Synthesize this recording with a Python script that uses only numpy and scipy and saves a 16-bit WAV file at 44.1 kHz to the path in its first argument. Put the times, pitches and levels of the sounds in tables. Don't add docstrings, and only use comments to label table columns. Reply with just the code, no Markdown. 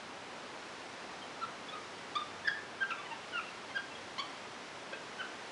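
import sys
import numpy as np
from scipy import signal
from scipy.fft import rfft, irfft
from scipy.io import wavfile
from scipy.ndimage import uniform_filter1d

SR = 44100
rng = np.random.default_rng(int(sys.argv[2]) if len(sys.argv) > 2 else 0)


def store_wav(level_fs):
    pcm = np.round(np.clip(np.atleast_2d(level_fs), -1, 1) * 32767)
    wavfile.write(sys.argv[1], SR, pcm.T.astype(np.int16))


def gain_from_db(level_db):
    decades = np.asarray(level_db, float) / 20
    return 10 ** decades


N = 242991

WHISTLES = {"narrow": [(3.748, .023, 1606, -33.5, -5)], "round": [(2.805, 0.0262, 1579, -32.5, -12.5),
            (5.187, .025, 1518, -39, -5.5)], "nasal": [(1.410, .024, 1357, -39, -11)]}


def whistles():
    swell_db, swell_mouth_db = -11.5, -1
    early = 0.4
    break_s, break_share, break_db, break_mouth_db = 0.009, 0.195, -7, 5
    for shape, rows in WHISTLES.items():
        for s, hold, hz, db, mouth_db in rows:
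            yield shape, [
                (s, hz, db + swell_db, mouth_db + swell_mouth_db),
                (s + 0.24 * hold, hz, db + early * swell_db, mouth_db + early * swell_mouth_db),
                (s + hold, hz, db, mouth_db),
                (s + hold + break_s, hz * (1 - break_share), db + break_db, mouth_db + break_mouth_db)]


HOOTS = {"nasal": [(1.721, 0.024, 1212, 1263, -44.5), (3.106, 0.03, 938, 909, -42.5)],
         "muffled": [(2.980, 0.03, 1153, 1165, -46)], "wide": [(3.053, 0.017, 1018, 995, -48),
         (3.701, 0.022, 1057, 1050, -53.5)], "gaping": [(4.182, 0.0253, 1014, 1146, -38)]}


def hoots():
    peak_share, sag_share = 0.73, 0.02
    start_db, end_db, close_db = -6, -2.5, -4
    for shape, rows in HOOTS.items():
        for s, length, start_hz, hz, db in rows:
            yield shape, [(s, start_hz, db + start_db, 0),
                          (s + peak_share * length, hz, db, close_db),
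                          (s + length, hz * (1 - sag_share), db + end_db, close_db)]


def walk(rate):
    k = int(SR / rate)
    steps = np.repeat(rng.standard_normal(N // k + 1), k)
    return 1.37 * uniform_filter1d(uniform_filter1d(steps, k), k)[:N]


EDGE_S = 0.00208
RELEASE = 1.6


def add_partial(out, start, hz, db):
    t = np.arange(len(hz)) / SR
    ramp = np.clip(np.minimum(t, (t[-1] - t) / RELEASE) / EDGE_S, 0, 1)
    edge = np.sin(ramp * np.pi / 2) ** 2
    tone = np.sin(2 * np.pi * np.cumsum(hz) / SR)
    i = int(start * SR)
    out[i:i + len(t)] += np.sqrt(2) * gain_from_db(db) * edge * tone


CRIES = {"barking": [(2.154, 1128, -38.5, 1), (2.160, 1152, -34, -1), (2.170, 1228, -32.5, -7.5),
         (2.180, 1180, -44, -2)], "shrill": [(2.469, 1790, -48, 5), (2.474, 1750, -37, 0),
         (2.4785, 1670, -25, -2), (2.482, 1530, -36.5, 12), (2.486, 1350, -48, 6)],
         "startled": [(2.904, 1803, -51, 6), (2.908, 1428, -38.5, -1), (2.916, 1240, -46, 7),
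         (2.922, 1094, -52, 11.5)], "round": [(3.326, 1530, -47, -1), (3.342, 1430, -46, 0),
         (3.359, 1420, -34, 0), (3.367, 1412, -41, -15), (3.374, 1373, -48.5, 13.5),
         (3.384, 1352, -37.5, 1), (3.390, 1294, -39.5, -15), (3.398, 1220, -43, 9)]}
SHAPES = {"narrow": (-8.5, -13, -37), "round": (-2, -26, -34), "nasal": (-9, -2, -24),
          "wide": (1.4, 0, -21), "gaping": (-4, 1, -2.1), "muffled": (-2, -7.5, -30),
          "barking": (-10.5, 0, -15), "shrill": (-14, -15.5, -37), "startled": (-1.6, -17, -29)}


def voiced_calls():
    out = np.zeros(N)
    tremor = 1 + 0.0022 * walk(150)
    flutter_db = 2.5 * np.array([walk(170) for _ in range(6)])
    glide_rough_s = 0.35
    for shape, corners in [*whistles(), *hoots(), *CRIES.items()]:
        s, *columns = np.transpose(sorted(corners))
        t = np.arange(s[0] - EDGE_S / 2, s[-1] + RELEASE * EDGE_S / 2, 1 / SR)
        hz, db, mouth_db = (np.interp(t, s, column) for column in columns)
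        first = int(t[0] * SR)
        shake = 1 + glide_rough_s * np.abs(np.gradient(np.log(hz))) * SR
        hz = hz * tremor[first:][:len(t)] ** shake
        wave_db = flutter_db[:, first:][:, :len(t)]
        add_partial(out, t[0], hz, db + 0.5 * wave_db[0])
        overtones = SHAPES[shape]
        high = [overtones[-1] - 18.0, overtones[-1] - 18.5]
        for k, rel_db in enumerate([*overtones, *high]):
            add_partial(out, t[0], (k + 2) * hz, db + rel_db + mouth_db + wave_db[k + 1])
    return out


# (time
# [s], length [s], start pitch [Hz], end pitch [Hz], level [dB])
LONE_PARTIALS = [(1.434, 0.013, 1310, 1336, -42), (2.468, 0.026, 1920, 1990, -45), (2.499, 0.1, 1750, 1715, -61),
                 (2.839, .014, 1670, 1520, -60), (2.902, .014, 1570, 1540, -60), (2.915, 0.011, 1310, 1380, -36),
                 (2.918, 0.012, 2693, 2610, -43.5), (3.776, 0.019, 3310, 3210, -47.5),
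                 (4.191, 0.023, 3137, 3110, -43), (4.927, 0.017, 1590, 1570, -44.5),
                 (4.928, 0.0098, 503, 544, -45), (4.929, 0.013, 3180, 3400, -53), (4.932, 0.018, 2470, 2660, -48),
                 (5.212, 0.025, 1560, 1530, -44.5),
                 (1.217, .026, 3200, 3060, -52), (1.462, .009, 1345, 1340, -48), (1.684, .020, 3400, 3470, -47),
         (1.752, .020, 1220, 1238, -49), (2.178, .040, 3610, 3570, -50), (2.447, .021, 1740, 1780, -42),
         (2.447, .021, 3480, 3560, -50), (2.482, .007, 1710, 1650, -22), (2.482, .030, 3400, 3300, -47),
         (2.490, .017, 1760, 1750, -41), (3.905, .030, 2710, 2670, -53), (3.951, .012, 3220, 3320, -49),
         (5.238, .035, 1525, 1510, -50)]


def clucks_and_peeps():
    out = np.zeros(N)
    for s, length, start_hz, end_hz, db in LONE_PARTIALS:
        add_partial(out, s, np.linspace(start_hz, end_hz, int(length * SR)), db)
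    return out


# (time [s], level [dB], lower band edge [Hz])
SNAPS = [
    (2.156, -52, 4000),
    (2.4773, -46, 3000),
    (2.906, -51, 2780),
    (4.1825, -52, 3470),
    (4.930, -45, 2000),
]


def snaps():
    out = np.zeros(N)
    t = np.arange(int(0.012 * SR)) / SR
    peak_s = 0.0027
    for s, db, hz in SNAPS:
        puff = rng.standard_normal(len(t)) * t / peak_s * np.exp(1 - t / peak_s)
        puff = signal.lfilter(*signal.butter(2, [hz, hz * 1.95], "band", fs=SR), puff)
        out[int(s * SR):][:len(t)] += gain_from_db(db) * 2 * puff
    return out


# (delay [s], level [dB])
ECHOES = [(.0075, -11), (.013, -14), (.024, -18), (.033, -15), (.052, -20), (.068, -19), (.105, -20)]
# (pitch [Hz], 60 dB decay [s], level [dB])
RECESS = [(1140, .4, -48), (1280, 0.37, -37), (1530, 0.45, -66), (1750, .7, -50), (3310, .35, -44)]


def yard(x):
    t = np.arange(SR // 2) / SR
    tail_db, tail_t60_s, tail_top_hz = -8.5, 0.6, 5000
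    build_up = np.clip(t / 0.012, 0, 1)
    tail = rng.standard_normal(len(t)) * gain_from_db(-60 * t / tail_t60_s) * build_up ** 2
    tail = signal.lfilter(*signal.butter(1, tail_top_hz, fs=SR), tail)
    response = tail * gain_from_db(tail_db) / np.sqrt(np.sum(tail ** 2) / tail_top_hz * SR / np.pi)
    response[0] = 1
    scatter_s = 0.003
    for k, (delay, db) in enumerate(ECHOES):
        if k == 0:
            facets = 1.0 * (np.arange(len(t)) == int(delay * SR))
        else:
            facets = rng.standard_normal(len(t)) * np.exp(-((t - delay) / scatter_s) ** 2)
        response += gain_from_db(db) * facets / np.sqrt(np.sum(facets ** 2))
    response[1:] = signal.lfilter(*signal.butter(2, 5200, fs=SR), response[1:])
    for hz, t60, db in RECESS:
        response += gain_from_db(db - 60 * t / t60) * np.sin(2 * np.pi * hz * t) * build_up / 10
    return signal.fftconvolve(x, response)[:N]


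# (frequency [Hz], density per Hz [dB])
HISS = [(15, -64), (25, -31.5), (69, -16.5), (109, -11.5), (159, -6.5), (195, -7), (239, -3.5), (429, -2),
        (475, -2.5), (873, -2.5), (966, -2.5), (2180, -7.5), (5560, -16.5), (10800, -31.5), (14000, -51),
        (22000, -120)]


def hiss():
    hz = np.maximum(np.fft.rfftfreq(N, 1 / SR), 1)
    shape = np.array(HISS)
    gain = gain_from_db(np.interp(np.log(hz), np.log(shape[:, 0]), shape[:, 1]))
    out, edges_hz = 0, [0, 300, 1500, SR]
    for lo, hi in zip(edges_hz, edges_hz[1:]):
        band = irfft(rfft(rng.standard_normal(N)) * gain * (hz > lo) * (hz <= hi), N)
        out = out + band * gain_from_db(0.3 * walk(3.08))
    return out * gain_from_db(-47) / np.sqrt(np.mean(out ** 2))


def hum():
    hum_hz, hum_db, octave_db = 97, -77, -72
    surge_db, surge_s, surge_width_s = 6, 2.4, 0.37
    surge = np.exp(-((np.arange(N) / SR - surge_s) / surge_width_s) ** 2)
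    level_db = hum_db + surge_db * surge + 3 * walk(11)
    turn = 2 * np.pi * hum_hz * np.cumsum(1 + 0.0144 * walk(5.9)) / SR
    return np.sqrt(2) * (gain_from_db(level_db) * np.sin(turn) + gain_from_db(octave_db) * np.sin(2 * turn))


def scene():
    monkey = voiced_calls() + clucks_and_peeps() + snaps()
    return (yard(monkey) + hiss() + hum())[None]


def low_pass(x):
    return signal.sosfilt(signal.butter(12, 10910, fs=SR, output="sos"), x)


def record(dry):
    top_cut = signal.ellip(10, 0.2, 60, 10930, fs=SR, output="sos")
    mix = signal.sosfilt(top_cut, dry)
    return low_pass(mix)


dry = scene()
out = record(dry)
store_wav(out)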